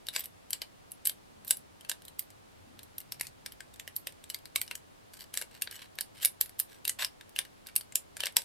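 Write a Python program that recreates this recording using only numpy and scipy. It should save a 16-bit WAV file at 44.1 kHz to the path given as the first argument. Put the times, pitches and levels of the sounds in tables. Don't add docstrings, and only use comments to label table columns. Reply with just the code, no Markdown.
import sys
import numpy as np
from scipy import signal
from scipy.fft import rfft, irfft, next_fast_len
from scipy.io import wavfile
from scipy.ndimage import uniform_filter1d

SR = 44100
rng = np.random.default_rng(int(sys.argv[2]) if len(sys.argv) > 2 else 0)


def to_wav(s):
    ch = np.atleast_2d(s).T
    pcm = np.round(np.clip(ch, -1, 1) * 32767)
    wavfile.write(sys.argv[1], SR, pcm.astype(np.int16))


N = 372204
TIME = np.arange(N) / SR

# frequency in Hz, relative density in dB per Hz.
HISS_MID_SPECTRUM = [(12, -43), (20, -4), (113, -2.5), (255, -6), (472, -8), (780, -9), (897, -10),
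                     (1570, -14), (1910, -15), (3740, -16.5), (6180, -22), (9670, -22.5), (11100, -24),
                     (14300, -29.5), (16000, -34)]
# frequency in Hz, relative density in dB per Hz.
HISS_SIDE_SPECTRUM = [(12, -41.5), (20, -14), (277, -7), (399, -10), (542, -9.5), (949, -13), (1570, -19.5),
                      (1760, -20), (2670, -24), (3440, -26.5), (5080, -28.5), (7520, -32), (16000, -39.5)]
HISS_MID_DB, HISS_SIDE_DB = -62.5, -57.5
HUM_HZ, HUM_DB = 94.8, -72.0

# middle in seconds, length in seconds, pitch in Hz, level in dB.
MAT_RUBS = [(0.259, 0.5, 170, -71.5), (1.35, 0.43, 223, -66.5), (2.717, 0.25, 250, -62.5),
            (2.65, 0.37, 95.3, -62.5), (3.164, 0.2, 128, -61), (3.553, 0.18, 55, -64),
            (3.79, 0.17, 57.7, -63.5)]

# frequency in Hz, gain in dB.
WALL_REFLECTIONS = [(200, -3.5), (700, 5), (1500, -1), (3000, -3.5), (6000, -4.5), (10000, -2.5),
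                    (13000, -8.5), (16000, -9)]

# frequency in Hz, relative density in dB per Hz.
SHEET_RADIATION = [(300, -10.5), (600, -11), (1200, -12), (1650, -1), (3000, -0.5), (5400, 3.5), (6500, -2),
                   (7800, 2), (11500, 3.5), (14000, 4.5), (16000, -18)]
# frequency in Hz, width in Hz, boost in dB.
HELD_MODES = [(565, 200, 6), (994, 130, 4.5), (1642, 190, 4.5), (1866, 28, -1), (2176, 100, 5),
              (2872, 200, 6.5), (3140, 161, 5), (3835, 480, 4.5), (4554, 210, 4), (5200, 65, -7.5),
              (7590, 160, 5), (8310, 200, 6), (9180, 160, 9.5), (10640, 150, 5.5), (11810, 270, 8)]

# start in seconds, end in seconds, relative level in dB, tilt in dB per octave.
EDGE_STROKES = [(0.127, 0.196, -37.5, -3.5), (0.171, 0.26, -45.5, -4), (1.046, 1.095, -39.5, 2),
                (1.464, 1.522, -42.5, 4), (3.218, 3.293, -51.5, -3), (5.121, 5.179, -50, -2.5),
                (5.187, 5.244, -45.5, -2.5), (5.33, 5.436, -43, -1), (5.507, 5.594, -54, -4.5),
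                (5.71, 5.773, -44.5, -4), (5.774, 5.868, -48.5, -6), (6.143, 6.268, -49, -4.5),
                (6.216, 6.247, -34, -1), (6.681, 6.788, -56, -4), (6.986, 7.047, -31.5, -6),
                (7.657, 7.7, -49.5, -6.5), (8.187, 8.311, -44.5, -7.5)]
SLIPS_PER_S, USUAL_SHEAR_DB, SLIPS_DOUBLE_DB = 1000, -44.5, 13
BITE_S, BITE_DB = 0.008, -23
RUN_ON_S, RUN_ON_DB = 0.028, -27.5

# time in seconds, pitch in Hz, level in dB.
SHEET_BUCKLES = [(1.5098, 1600, -37.5), (3.21, 2070, -33), (3.21, 1020, -45.5), (4.5603, 1110, -36),
                 (6.248, 2210, -36.5), (6.4115, 486, -50), (1.5095, 2844, -30.5), (7.3915, 1770, -37),
                 (8.366, 560, -40.5), (8.367, 972, -35.5)]

# time in seconds, relative level in dB, tilt in dB per octave, main resonance in Hz.
PLASTIC_SNAPS = [(0.068, -38.5, 1, 5300), (0.086, -26.5, -1.5, 3750), (0.1616, -22, -3, 7300),
                 (0.1943, -30, 5, 13500), (0.205, -31, 4, 13700), (.241, -33.5, 9, 11300),
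                 (0.257, -36, 2.5, 11200), (.506, -28.5, 2, 11500), (0.5309, -21, -2, 7700),
                 (.618, -27, -4, 4500), (0.9174, -33, 5, 11400), (1.0536, -25, 4, 8200),
                 (1.0577, -23, 3, 9400), (1.071, -14.5, 4.5, 11300), (1.0952, -26, 1, 3570),
                 (1.4478, -40, -1, 12700), (1.4794, -30.5, 4.5, 11600), (1.5078, -12.5, 2, 7600),
                 (1.5696, -33.5, 3.5, 11500), (1.8094, -46.5, -1, 2900), (1.848, -44.5, -6, 2820),
                 (1.8955, -21, -.5, 7100), (1.9154, -28, -1, 1730), (2.051, -43.5, 6, 3900),
                 (2.0815, -39.5, 2.5, 3300), (2.1926, -22.5, 4, 14100), (2.3032, -49, -1, 7640),
                 (2.7912, -42, -5, 3800), (2.8312, -42, 4, 3880), (2.982, -30, 3, 12600),
                 (3.0034, -39, 0.5, 12900), (3.121, -28.5, 0.5, 5360), (3.1968, -38, -4, 4580),
                 (3.21, -24, 0, 11000), (3.2684, -37, -1, 6900), (3.4614, -31, -3.5, 5030),
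                 (3.521, -41, -2.5, 12500), (3.605, -37, -6, 7400), (3.7968, -35, -3.5, 6600),
                 (3.877, -35, -1.5, 1980), (3.963, -23.5, 6, 12600), (4.0708, -28, -2.5, 2700),
                 (4.2398, -42.5, -2.5, 7500), (4.3, -27.5, 1, 4500), (4.3444, -28, -1.5, 4800),
                 (4.4557, -38, -1.5, 4400), (4.5594, -17.5, 0.5, 2250), (4.6149, -22.5, 2.5, 2150),
                 (4.678, -41, -3, 5640), (4.7117, -28.5, -4.5, 2300), (4.7529, -30.5, 1.5, 6950),
                 (5.3403, -30.5, -3, 10700), (5.3732, -22, -2, 7060), (5.4144, -30.5, -5, 11100),
                 (5.4223, -33.5, -3.5, 7400), (5.6206, -20.5, -1.5, 13400), (5.674, -33, -11, 4000),
                 (5.711, -36.5, 0.5, 4400), (5.9868, -30, -7, 12500), (6.009, -24, 2, 4500),
                 (6.228, -30.5, -1.5, 2800), (6.2481, -12.5, 1.5, 9800), (6.256, -13.5, 2, 11300),
                 (6.4112, -15, 1, 12100), (6.4594, -40, -1, 11400), (6.494, -44, -2, 11100),
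                 (6.5916, -25, 4.5, 13400), (6.5987, -17.5, 2, 13100), (6.8514, -26, 0, 2600),
                 (6.8778, -19, 0, 11900), (6.894, -20.5, 0, 6700), (7.0227, -26.5, -8.5, 3800),
                 (7.047, -21, -1.5, 5370), (7.2107, -42, -6.5, 3300), (7.362, -30, -1.5, 2830),
                 (7.3891, -18.5, -3.5, 9460), (7.4508, -43, -4, 1706), (7.6695, -37.5, 2.5, 4930),
                 (7.762, -13.5, 3, 9900), (7.81, -37.5, -2, 4600), (7.9223, -42, -4.5, 7250),
                 (7.9555, -15.5, 2, 7600), (8.1681, -34.5, -5.5, 7550), (8.2045, -25, -3.5, 3250),
                 (8.2352, -24, -4.5, 2800), (8.257, -25, -2.5, 5600), (8.268, -25.5, -4.5, 7900),
                 (8.3671, -11.5, -1, 5500), (8.4188, -39, .5, 3860)]
USUAL_SNAP_DB, RING_DB, RING_LOSS = -32, -1, 0.12
LOWEST_NOTE_HZ = 428
PAN_PER_TILT, PAN_SPREAD_DB = -0.28, 0.6
LEVEL_WINDOW_S = 0.002

CUTOFF_HZ = 16500


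def from_db(db):
    return 10 ** (np.asarray(db) / 20)


def rms_one(x):
    return x / np.sqrt(np.mean(x ** 2) + 1e-20)


def energy_one(x):
    return rms_one(x) / np.sqrt(x.shape[-1])


def at_hz(points, hz):
    knots, db = np.transpose(points)
    return np.interp(np.log(hz), np.log(knots), db)


def add(track, s, sound):
    start = max(0, round(s * SR))
    track[:, start:start + sound.shape[-1]] += sound[:, :max(0, N - start)]


def coloured(x, db_at):
    size = 2 * next_fast_len(x.shape[-1] // 2 + 256)
    hz = np.maximum(np.fft.rfftfreq(size, 1 / SR), 10)
    cepstrum = irfft(np.log(from_db(db_at(hz))))
    cepstrum[1:size // 2] *= 2
    cepstrum[size // 2 + 1:] = 0
    response = np.exp(rfft(cepstrum))
    return irfft(rfft(x, size) * response, size)[..., :x.shape[-1]]


def stereo_noise(size, alike):
    mid, side = rng.standard_normal((2, size))
    opposed = np.array([[1], [-1]])
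    return np.sqrt((1 + alike) / 2) * mid + np.sqrt((1 - alike) / 2) * side * opposed


def band_noise(hz, ratio, alike):
    band = signal.butter(2, [hz / ratio, hz * ratio], "band", fs=SR, output="sos")
    return rms_one(signal.sosfilt(band, stereo_noise(N, alike)))


def dying(t, t60):
    return from_db(-60 * t / t60)


def background():
    mid = coloured(rng.standard_normal(N), lambda hz: at_hz(HISS_MID_SPECTRUM, hz))
    side = coloured(rng.standard_normal(N), lambda hz: at_hz(HISS_SIDE_SPECTRUM, hz))
    mid = from_db(HISS_MID_DB) * rms_one(mid)
    side = from_db(HISS_SIDE_DB) * rms_one(side)
    hum = from_db(HUM_DB) * band_noise(HUM_HZ, ratio=1.12, alike=0.96)
    return np.array([mid + side, mid - side]) + hum


def rubbing():
    out = np.zeros((2, N))
    for middle, length, hz, db in MAT_RUBS:
        swell = np.exp(-(2 * (TIME - middle) / length) ** 2)
        out += from_db(db) * swell * band_noise(hz, ratio=1.2, alike=0.22)
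    return out


def room(x, t60=0.14, build_s=0.0089, wet_db=-10.0):
    t = np.arange(SR // 3) / SR
    build_up = 1 - np.exp(-(t / build_s) ** 2)
    echoes = stereo_noise(len(t), alike=0.055) * dying(t, t60) * build_up
    echoes = coloured(energy_one(echoes), lambda hz: at_hz(WALL_REFLECTIONS, hz))
    return from_db(wet_db) * signal.fftconvolve(x, echoes, axes=1)[:, :N]


def sheet_db(hz, tilt_db, lowest_hz, detune=0.037, uneven_db=6.5, tilt_from_hz=1600):
    centre, width, boost_db = np.transpose(HELD_MODES)[..., None]
    centre = centre * (1 + detune * rng.standard_normal(centre.shape))
    boost_db = boost_db + uneven_db * rng.uniform(-1.01, 1, centre.shape)
    peaks_db = (boost_db / (1 + (2 * (hz - centre) / width) ** 2)).sum(axis=0)
    slope_db = tilt_db * np.log2(np.maximum(hz, tilt_from_hz) / 5000)
    low_loss_db = 10 * np.log10(1 + (lowest_hz / hz) ** 6)
    return at_hz(SHEET_RADIATION, hz) + peaks_db + slope_db - low_loss_db


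def snap(tilt_db, lowest_hz, main_hz, ring_db, tear_s=0.0017, rise_s=0.00016,
         main_db=8.5, main_octaves=0.22, ring_t60=0.036, uneven_db=3.0):
    t = np.arange(3000) / SR

    def colour(hz):
        hump = np.exp(-(np.log2(hz / main_hz) / main_octaves) ** 2)
        return sheet_db(hz, tilt_db, lowest_hz) + main_db * hump

    wander = uniform_filter1d(rng.standard_normal(len(t)), size=14)
    jerks = from_db(uneven_db * rms_one(wander))
    onset = 1 - np.exp(-t / (rise_s * rng.uniform(0.13, 1.9)))
    stop = 1 + (t / (tear_s * rng.uniform(0.42, 1.63))) ** 8
    tear = stereo_noise(len(t), alike=0.77) * jerks * onset / stop
    ring = stereo_noise(len(t), alike=0.58) * dying(t, ring_t60)
    tear, ring = coloured(np.array([tear, ring]), colour)
    both = energy_one(tear) + from_db(ring_db) * energy_one(ring)
    return both * np.sqrt(LEVEL_WINDOW_S * SR)


def creaks(count=24, level_db=-51, spread_db=1.0, ring_db=-4.0, lowest_hz=900, reach_s=0.07):
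    out = np.zeros((2, N))
    for which, moment, size, crispness, place in rng.random((count, 5)):
        s = PLASTIC_SNAPS[int(which * len(PLASTIC_SNAPS))][0] + reach_s * (2 * moment - 1)
        main_hz = HELD_MODES[int(place * len(HELD_MODES))][0]
        tilt_db = 2 * (2 * crispness - 1)
        tick = snap(tilt_db, lowest_hz, main_hz, ring_db)
        add(out, s, from_db(level_db + spread_db * (2 * size - 1)) * tick)
    return out


def shearing(spread_db=6.0, slip_t60=0.0153, swell=0.5, lowest_hz=800, level_db=-4.0):
    out = np.zeros((2, N))
    short = np.arange(900) / SR
    bites = [(s - BITE_S, s, db + BITE_DB, tilt_db) for s, db, tilt_db, _ in PLASTIC_SNAPS]
    run_ons = [(s, s + RUN_ON_S, db + RUN_ON_DB, tilt_db) for s, db, tilt_db, _ in PLASTIC_SNAPS]
    for start, end, db, tilt_db in EDGE_STROKES + bites + run_ons:
        slips_per_s = SLIPS_PER_S * 2 ** ((db - USUAL_SHEAR_DB) / SLIPS_DOUBLE_DB)
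        size = round((end - start) * SR)
        pressure = np.sin(np.pi * (np.arange(size) + 0.5) / size) ** swell
        crunch = 0
        for place in range(6):
            happens = rng.random(size) < slips_per_s / 6 / SR
            slips = happens * rng.choice([-1, 1], size)
            slips = slips * from_db(spread_db * np.minimum(rng.exponential(1, size), 3))
            crackle = stereo_noise(len(short), alike=0.54) * dying(short, slip_t60)
            crunch = crunch + signal.fftconvolve((slips * pressure)[None], crackle)
        crunch = coloured(crunch, lambda hz: sheet_db(hz, tilt_db, lowest_hz))
        add(out, start, from_db(level_db + db) * energy_one(crunch) * np.sqrt(size))
    return out


def buckles(cycles=27.0):
    out = np.zeros((2, N))
    t = np.arange(3000) / SR
    for s, hz, db in SHEET_BUCKLES:
        note = np.sin(2 * np.pi * hz * t) * dying(t, cycles / hz)
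        note = energy_one(note) * np.sqrt(LEVEL_WINDOW_S * SR)
        add(out, s, from_db(db) * note[None])
    return out


def snaps(level_db=-2.0):
    out = np.zeros((2, N))
    for s, db, tilt_db, main_hz in PLASTIC_SNAPS:
        ring_db = RING_DB - RING_LOSS * (db - USUAL_SNAP_DB)
        lean_db = PAN_PER_TILT * tilt_db + PAN_SPREAD_DB * rng.standard_normal()
        pan_db = lean_db * np.array([[0.5], [-0.5]])
        crack = snap(tilt_db, LOWEST_NOTE_HZ, main_hz, ring_db)
        add(out, s, crack * from_db(level_db + db + pan_db))
    return out


def scene():
    cutting = snaps() + buckles() + shearing() + creaks()
    return cutting + room(cutting) + rubbing() + background()


def record(dry):
    low_pass = signal.ellip(10, 0.2, 70, CUTOFF_HZ, fs=SR, output="sos")
    return signal.sosfilt(low_pass, dry)


dry = scene()
out = record(dry)
to_wav(out)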